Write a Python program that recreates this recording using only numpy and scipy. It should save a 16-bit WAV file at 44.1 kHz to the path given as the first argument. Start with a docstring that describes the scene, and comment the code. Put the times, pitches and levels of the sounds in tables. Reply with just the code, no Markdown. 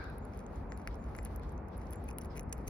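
"""Dry ticks, snaps, knocks and fine crackle: close by, a squirrel gnaws a nut on a wooden feeder.
Behind it small birds call thinly among the trees, a harsh call dies away and a distant town rumbles.
The nut is clicks, rattles and tiny grains that ring a body. The birds are gliding tones and shaped noise.
The town is coloured noise whose deep part swells and sinks, under a faint hiss."""
import sys
import numpy as np
from scipy import signal
from scipy.fft import rfft, irfft
from scipy.io import wavfile
from scipy.ndimage import uniform_filter1d

SR = 44100
rng = np.random.default_rng(int(sys.argv[2]) if len(sys.argv) > 2 else 0)


def unload_wav(signal):
    """Save mono or channel-first audio to the path in sys.argv[1] as 16-bit WAV at rate SR, clipped to [-1, 1]."""
    wavfile.write(
        sys.argv[1],
        SR,
        np.round(np.clip(np.atleast_2d(signal).T, -1, 1) * 32767).astype(np.int16),
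    )


N = 118629  # length in samples
T = np.arange(N) / SR  # time in seconds
HZ = np.fft.rfftfreq(N, 1 / SR)

# Colour of the town's wash. Each row: pitch in Hz, relative strength in dB per Hz.
TOWN_COLOUR = [(12, -79), (25, -39), (34, -10), (44, -3), (56, 1), (72, -3.5), (95, -5.5), (125, -14),
               (148, -9), (168, -12), (200, -10.5), (250, -11.5), (310, -16.5), (490, -17), (600, -20.5),
               (850, -20.5), (1250, -27), (1700, -34.5), (2200, -38.5), (2600, -36.5)]
# How alike the wash is in both ears. Each row: pitch in Hz, likeness from 0 to 1.
TOWN_LIKENESS = [(30, 0.93), (125, 0.99), (250, 0.99), (500, 0.59), (1000, 0.31), (2000, 0.5),
                 (4000, 0.036), (12000, .1)]
# Side of the wash. Each row: pitch in Hz, left minus right in dB.
TOWN_BALANCE = [(30, -0.5), (90, 0.8), (180, 2.5), (350, 2.5), (700, 2.5), (1400, -3.5), (2500, 1.5)]
# Rise and fall of the deep rumble, before RUMBLE_SWING scales it. 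Each row: time in seconds, level in dB.
RUMBLE_SWELL = [(0.0, -43.5), (0.19, -48), (0.221, -51.5), (0.54, -50.5), (0.61, -32.5), (0.67, -45.5),
                (0.92, -45), (0.98, -55.5), (1.06, -35), (1.11, -43.5), (1.15, -39.5), (1.24, -45),
                (1.27, -42), (1.5, -41.5), (1.71, -56.5), (1.8, -30.5), (1.84, -62), (1.9, -44.5),
                (2.01, -49), (2.07, -50.5), (2.17, -58), (2.25, -47.5), (2.51, -39), (2.53, -61),
                (2.58, -44.5), (2.69, -40.5)]
# Colour of the faint hiss. Each row: pitch in Hz, relative strength in dB per Hz.
HISS_COLOUR = [(1500, -42), (2800, 7.5), (4500, 6), (6500, -1), (8000, -12), (9700, 2.5), (11000, -5),
               (12600, -1), (14300, -24), (15700, -5)]
# Colour of the harsh call's rasp. Each row: pitch in Hz, relative strength in dB.
CAW_COLOUR = [(700, -14), (1250, -2), (1570, 4), (1900, -8), (2400, -16), (2950, -26), (3800, -14.5),
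              (5000, -18), (6000, -34), (9000, -41)]
# Thin bird whistles. Each row: start in seconds, length in seconds, start pitch in Hz, middle pitch in Hz,
# end pitch in Hz, level in dB, left minus right in dB.
WHISTLES = [(0.203, 0.063, 7000, 7020, 6800, -76, 5), (0.691, .062, 6730, 7130, 6800, -63.5, 2),
            (0.98, 0.064, 7140, 7040, 6600, -74.5, 3), (1.148, .06, 6550, 7290, 7260, -62.5, 0),
            (1.922, 0.068, 6800, 7200, 7030, -68, 2), (2.296, 0.034, 5420, 4980, 4740, -70.5, -14)]
# Hoarse far bird calls. Each row: start in seconds, length in seconds, level in dB.
HOARSE_CALLS = [(0.87, 0.1, -70.5), (1.402, 0.064, -68.5), (1.696, 0.09, -72), (2.279, 0.093, -70.5)]
# Colour of the hoarse calls. Each row: pitch in Hz, relative strength in dB.
HOARSE_COLOUR = [(2000, -18), (3200, -8), (4300, -9), (5200, -9), (6500, -23), (9000, -29)]
# Scrapes of the teeth. Each row: start in seconds, length in seconds, level in dB.
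SCRAPES = [(0.317, 0.14, -68.5), (0.509, 0.1, -71), (0.75, 0.096, -68.5), (0.906, 0.49, -72.5),
           (1.249, 0.025, -63), (1.775, 0.086, -66.5), (1.901, 0.068, -65), (2.076, 0.036, -59),
           (2.179, 0.094, -67.5), (2.348, 0.042, -56.5), (2.535, 0.13, -71.5)]
# Ring of the scraped shell. Each row: pitch in Hz, relative strength in dB.
SCRAPE_COLOUR = [(700, -22), (1400, 6), (2300, 10.5), (3100, -3.5), (6000, -2), (8000, -9), (9600, -7.5),
                 (10700, -1), (12000, -17), (15000, -10)]
# Hollow clacks, when the teeth slip and strike the whole nut.
# Each row: start in seconds, level in dB, extra treble in dB.
CLACKS = [(0.7212, -35.5, -8), (.8745, -28, 1.5), (1.1507, -38.5, 0), (1.1878, -35, -4)]
# Ring of the whole nut. Each row: pitch in Hz, relative strength in dB.
CLACK_COLOUR = [(400, -24), (950, -11), (1380, -2), (1650, -4), (2050, 0), (2550, -3), (2950, -20),
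                (4000, -19), (6000, -16), (7000, -26), (8100, -40), (9600, -31), (10650, -16), (12000, -33),
                (15500, -29)]
# Cracks of the shell. Each row: time of the break in seconds, crumbling time in milliseconds,
# then the levels of tick, snap, crunch and knock in dB.
CRACKS = [(0.0422, 1, -59.5, -56.5, -58, -59), (0.0993, 0.31, -56, -85.5, -64.0, -54),
          (0.183, 0.62, -49.5, -71, -80, -56.5), (0.2515, 0.4, -54, -69.5, -65, -64),
          (0.3363, 0.23, -76, -58.5, -71.5, -55), (0.347, 0.69, -72, -67, -67, -63),
          (0.367, 0.36, -84, -78.5, -68, -65.0), (0.3745, 0.44, -53, -64, -67, -61.5),
          (0.392, 0.25, -60, -54, -58, -61), (0.465, 0.21, -71, -49.5, -59, -69.5),
          (0.5585, 0.29, -71, -56, -76, -69), (0.672, 0.42, -78, -85.5, -85, -64.5),
          (0.7755, 0.54, -49.5, -60, -56, -66), (0.9444, 0.25, -70, -55, -62.0, -69.5),
          (0.9555, 0.21, -59, -62, -68.5, -74), (1.042, 0.34, -67, -59.5, -64, -68),
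          (1.0945, 0.36, -69, -75.5, -78.5, -67), (1.165, 0.27, -49, -56, -75.0, -65.5),
          (1.1829, 0.75, -57, -62, -75.0, -58.0), (1.2286, 0.88, -55, -73.5, -81.0, -69.5),
          (1.2312, 0.88, -54, -67.5, -81.0, -62), (1.2505, 0.31, -36, -49, -52, -59.0),
          (1.2554, 0.65, -64.5, -58, -68, -53), (1.259, 0.43, -60, -68, -51, -58),
          (1.3614, 0.16, -38.5, -68.0, -83, -69.5), (1.3965, 0.26, -59.5, -74.5, -62, -53),
          (1.434, 0.27, -64.5, -62, -64, -64), (1.4936, 0.23, -72.5, -55, -77, -69.5),
          (1.522, 1, -60, -85.5, -81.0, -74), (1.5793, 0.23, -76, -55, -64.5, -68),
          (1.6853, 1, -61.5, -65, -81.0, -71), (1.7701, 0.25, -55.0, -85.5, -79, -69.5),
          (1.7796, 1, -47.5, -65, -76.5, -65.0), (1.857, 0.25, -65, -85.5, -81.0, -66.0),
          (1.87, 0.78, -76.5, -60.5, -63, -69.5), (1.9083, 0.62, -46.5, -65, -67.0, -69.5),
          (1.9141, 0.4, -58, -74.0, -81.0, -69.5), (1.919, 0.61, -54, -79.5, -81.0, -69.5),
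          (1.927, 0.25, -49, -56, -70, -59.0), (1.933, 0.54, -41, -59.5, -55, -61),
          (1.958, 0.41, -52, -65, -81.0, -65.0), (2.0417, 0.39, -48, -66, -83, -66),
          (2.083, 0.59, -58, -70.5, -67.0, -52), (2.0885, 0.87, -47, -52, -59.0, -44.5),
          (2.1041, 0.25, -55, -55.0, -70, -60.0), (2.1112, 0.36, -51, -49.5, -66, -51),
          (2.1302, 0.25, -60, -68, -81.0, -64), (2.1849, 0.27, -31, -53, -41.5, -67),
          (2.1916, 0.38, -56.0, -85.5, -81.0, -72), (2.2126, 0.22, -59, -49, -67.0, -69.5),
          (2.2167, 0.24, -46.5, -53, -66.0, -66.5), (2.236, 0.32, -56.0, -65.0, -74.5, -68.0),
          (2.248, 0.89, -49.5, -61, -60, -68), (2.2569, 0.25, -52, -57, -71, -58.5),
          (2.3575, 0.39, -66, -63, -68, -58.5), (2.3661, 0.5, -51, -58, -72, -48.5),
          (2.374, 0.43, -43, -53, -61, -46), (2.3797, 0.35, -63, -46, -62, -46),
          (2.394, 0.76, -46, -61, -62, -46), (2.3953, 0.47, -50, -40.5, -50.5, -48),
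          (2.3992, 0.34, -52, -60.0, -64, -56), (2.4085, 0.25, -50.5, -59, -73, -69.5),
          (2.4319, 0.31, -54, -62, -81.0, -71), (2.4953, 0.25, -63, -63, -69.0, -69.5),
          (2.527, 0.31, -43, -32, -44.5, -45.5), (2.5281, 0.58, -36, -35.5, -65, -41),
          (2.5307, 0.4, -45, -41.5, -63, -48), (2.5802, 0.094, -51, -63, -69, -56.5),
          (2.6716, 0.32, -50, -53, -67.0, -69.5), (2.6765, 0.21, -49, -42, -60, -47.5),
          (2.6805, 0.61, -36, -40, -52, -46), (2.6856, 0.45, -51, -57.0, -63, -64.0)]
# Strength of the tiny fractures beside a main break of 1: in the tick, snap, crunch and knock (plain factors).
CRUMBLE = (0.9, 1.35, 1.2, 1.1)
# The four rings of the cracking shell. Each row: pitch in Hz, relative strength in dB.
TICK_COLOUR = [(2000, -75), (6000, -23), (8000, -28), (8800, -18), (9700, -17.5), (10250, -2.5),
               (10700, 3.5), (11400, -9.5), (13200, -9), (14400, -13), (15600, -17.5), (16400, -21)]
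SNAP_COLOUR = [(1500, -31), (3800, -30), (5500, -1.5), (6200, 3.5), (7000, -1), (8000, -11), (9200, -13),
               (11000, -38)]
CRUNCH_COLOUR = [(1200, -18), (2400, -5), (3100, 1), (4300, 2.5), (5300, -3), (6500, -28), (9000, -31)]
KNOCK_COLOUR = [(600, -13), (1100, -22), (2000, 6.5), (2500, 18.5), (3000, -8), (5000, -57)]
# Phase between the two microphone ports. Each row: pitch in Hz, lead of the left in radians.
PORT_PHASE = [(0, -37), (1200, -1.5), (2600, 2.5), (3100, 8.5), (4900, 7), (6370, 8.5), (8700, 10.5),
              (10700, 13), (13000, 14), (15500, 17)]
# Loudness between the ports. Each row: pitch in Hz, left minus right in dB.
PORT_BALANCE = [(1000, 14), (2200, 2), (3800, 0), (6500, -3.5), (10000, 0), (16000, 0)]

TOWN_DB, TOWN_EDGE_HZ = -42, 2370
RUMBLE_TOP_HZ, RUMBLE_SWING = 94, 0.52
HISS_DB, HISS_FLICKER_DB = -80, 3.9
CAW_DB, CAW_HOLD_S, CAW_FADE_DB_PER_S = -51.5, 0.04, 101
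CAW_NOTE_HZ, CAW_SAG_HZ_PER_S, CAW_NOTE_DB, CAW_WAVER_HZ = 1603, 990, -4, 56
CAW_UPPER_HZ, CAW_UPPER_DB, CAW_UPPER_S = 2340, -5.5, 0.034  # a higher note that breaks off first
WARBLE_HZ = 109
WOOD_T60, WOOD_DB = 0.16, -5  # T60: seconds for reflections to fall by 60 dB
GRAINS_PER_S, GRAIN_SPREAD_DB, CLUMP_DB = 1300, 1, 3.5
CLACK_TAIL_DB, CLACK_T60, CLACK_TREBLE_HZ = -7, 0.039, 9000
GIVE_SHARE = 1.38  # the crumbling builds up this many times as slowly as it dies away
COLOUR_SPREAD_DB = 7  # each break rings the shell a little differently
NEAR_T60, NEAR_DB = 0.083, -20
EDGE_HZ = 16400


def amp(db):
    """Turns decibels into gain."""
    return 10 ** (np.asarray(db) / 20)


def unit(x):
    """Scales a sound to an rms (average strength) of one."""
    return x / np.sqrt(np.mean(x ** 2) + 1e-30)


def read(points, hz):
    """Reads a table between its rows, along a log-frequency axis."""
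    f, value = np.transpose(points)
    return np.interp(np.log(hz + 1), np.log(f + 1), value)


def add(mix, s, sound):
    """Adds a sound to the mix at a time in seconds."""
    start = max(round(s * SR), 0)
    part = mix[..., start:][..., :sound.shape[-1]]
    part += sound[..., :part.shape[-1]]


def pan(db):
    """Left and right gains for a level difference."""
    db = np.atleast_1d(db)
    return amp(np.array([db, -db]) / 2)


def noise(points):
    """Unrelated noise of one colour in each channel."""
    spectrum = rfft(rng.standard_normal((2, N)))
    return unit(irfft(spectrum * amp(read(points, HZ)), N))


def wander(shape, size):
    """Smooth chance with an rms of one; a larger size in samples is slower."""
    once = uniform_filter1d(rng.standard_normal(shape), size)
    return unit(uniform_filter1d(once, size))


def ring(points, size=1024):
    """The ring of a struck body with this spectrum, which starts at once (minimum phase)."""
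    hz = abs(np.fft.fftfreq(size, 1 / SR))
    log_gain = np.log(amp(read(points, hz)))
    spectrum = np.exp(np.conj(signal.hilbert(log_gain)))
    return np.fft.ifft(spectrum).real[:size // 2]


def at_level(sound, db, size=28):
    """Scales a click so that its smoothed envelope peaks at this level."""
    power = uniform_filter1d(abs(signal.hilbert(sound)) ** 2, size)
    return amp(db) * sound / np.sqrt(power.max())


def echoes(x, t60):
    """Diffuse reflections: the sound smeared by noise that dies away."""
    t = T[:SR // 2]
    tail = rng.standard_normal((2, len(t))) * amp(-60 * t / t60)
    tail /= np.linalg.norm(tail[0])
    return signal.fftconvolve(x, tail, axes=1)[:, :N]


def town():
    """A far traffic wash whose deep rumble swells and sinks, under a faint flickering hiss."""
    left, other = rfft(rng.standard_normal((2, N)))
    same = np.clip(read(TOWN_LIKENESS, HZ), -1, 1)
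    right = same * left + np.sqrt(1 - same ** 2) * other
    wash = np.array([left, right]) * pan(read(TOWN_BALANCE, HZ))
    wash *= amp(read(TOWN_COLOUR, HZ)) / np.sqrt(1 + (HZ / TOWN_EDGE_HZ) ** 20)
    deep = 1 / (1 + (HZ / RUMBLE_TOP_HZ) ** 4)
    s, db = np.transpose(RUMBLE_SWELL)
    swell = amp(RUMBLE_SWING * (np.interp(T, s, db) - db.mean()))
    rumble = irfft(wash * deep, N) * swell
    steady = irfft(wash * (1 - deep), N)
    hiss = amp(HISS_DB + HISS_FLICKER_DB * wander(N, size=3000)) * noise(HISS_COLOUR)
    return amp(TOWN_DB) * unit(rumble + steady) + hiss


def caw():
    """The end of a harsh bird call: a sagging, unsteady note and a brief higher one in diffuse rasp."""
    hz = CAW_NOTE_HZ - CAW_SAG_HZ_PER_S * T + CAW_WAVER_HZ * wander(N, size=150)
    tone = np.sin(2 * np.pi * np.cumsum(hz) / SR)
    note = amp(CAW_NOTE_DB) * unit(echoes(tone[None], t60=0.026))
    upper_hz = CAW_UPPER_HZ + 2 * CAW_WAVER_HZ * wander(N, size=60)
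    upper = np.sin(2 * np.pi * np.cumsum(upper_hz) / SR)
    upper *= amp(CAW_UPPER_DB) * np.sin(np.pi * np.minimum(T / CAW_UPPER_S, 1))
    fade = amp(CAW_DB - CAW_FADE_DB_PER_S * np.maximum(T - CAW_HOLD_S, 0))
    return (noise(CAW_COLOUR) + note + upper) * fade


def whistles():
    """Thin calls: pure tones whose pitch glides along a curve and warbles by chance."""
    out = np.zeros((2, N))
    for s, length, *pitches, db, side_db in WHISTLES:
        u = np.linspace(0, 1, round(length * SR))
        glide = np.polyval(np.polyfit([0, 0.5, 1], pitches, 2), u)
        hz = glide + WARBLE_HZ * wander(len(u), size=90)
        phase_gap = np.array([[0], [read(PORT_PHASE, hz.mean())]])  # left and right port
        tone = np.sin(2 * np.pi * np.cumsum(hz) / SR - phase_gap)
        add(out, s, amp(db) * pan(side_db) * np.sqrt(np.hanning(len(u))) * tone)
    return out


def hoarse_calls():
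    """Hoarse far calls: coloured noise that swells and fades."""
    level = np.zeros(N)
    for s, length, db in HOARSE_CALLS:
        add(level, s, amp(db) * np.hanning(round(length * SR)))
    return level * noise(HOARSE_COLOUR)


def birds():
    """Whistles and hoarse calls, with reflections from among the trees."""
    calls = whistles() + hoarse_calls()
    return calls + amp(WOOD_DB) * echoes(calls, WOOD_T60)


def scrapes():
    """The teeth drag over the shell and shed many tiny grains, each of which rings it."""
    level = np.zeros(N)
    for s, length, db in SCRAPES:
        add(level, s, amp(db) * np.sqrt(np.hanning(round(length * SR))))
    grains = rng.choice([-1, 1], N) * (rng.random(N) < GRAINS_PER_S / SR)
    spread_db = GRAIN_SPREAD_DB * np.minimum(rng.exponential(1, N), 3)
    grains = grains * amp(spread_db + CLUMP_DB * wander(N, size=120))
    body = ring(SCRAPE_COLOUR)
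    body /= np.linalg.norm(body)
    return signal.fftconvolve(level * unit(grains), body)[:N]


def clacks():
    """One clean blow rings the whole nut, with a very short rattle after it."""
    out, t = np.zeros(N), T[:SR // 25]
    for s, db, treble_db in CLACKS:
        rattle = rng.standard_normal(len(t)) * amp(-60 * t / CLACK_T60)
        force = amp(CLACK_TAIL_DB) * rattle / np.linalg.norm(rattle)
        force[0] += 1  # the blow
        body = ring([(hz, level + treble_db * (hz > CLACK_TREBLE_HZ)) for hz, level in CLACK_COLOUR])
        add(out, s, at_level(np.convolve(force, body), db))
    return out


def cracks(lead=130):
    """Each break is a sharp click within a brief crumbling, which ring the shell."""
    out = np.zeros(N)
    ms = 1000 * (T[:SR // 70] - T[lead])  # the break comes at 0, "lead" samples in
    colours = (TICK_COLOUR, SNAP_COLOUR, CRUNCH_COLOUR, KNOCK_COLOUR)
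    for s, crumble_ms, *levels in CRACKS:
        shape = np.exp(-np.maximum(ms, -ms / GIVE_SHARE) / crumble_ms)
        for colour, crumble, db in zip(colours, CRUMBLE, levels):
            fractures = rng.standard_normal(len(ms)) * (rng.random(len(ms)) < 0.3)
            force = crumble * shape * fractures
            force[lead] += 1  # the main break
            body = ring([(hz, level + COLOUR_SPREAD_DB * rng.uniform(-1, 1)) for hz, level in colour])
            add(out, s - T[lead], at_level(np.convolve(force, body), db))
    return out


def squirrel():
    """The gnawing reaches two microphone ports a little apart, with faint reflections from the feeder."""
    left = rfft(cracks() + clacks() + scrapes())
    right = left * np.exp(-1j * read(PORT_PHASE, HZ))
    direct = irfft(np.array([left, right]) * pan(read(PORT_BALANCE, HZ)), N)
    return direct + amp(NEAR_DB) * echoes(direct, NEAR_T60)


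def scene():
    """The squirrel in front, birds and town behind."""
    return squirrel() + birds() + caw() + town()


def record(dry):
    """The recorder's band limit: a filter removes what lies above its top pitch."""
    low_pass = signal.firwin(401, EDGE_HZ, window=("kaiser", 9), fs=SR)
    return signal.oaconvolve(dry, low_pass[None], "same")


dry = scene()
out = record(dry)
unload_wav(out)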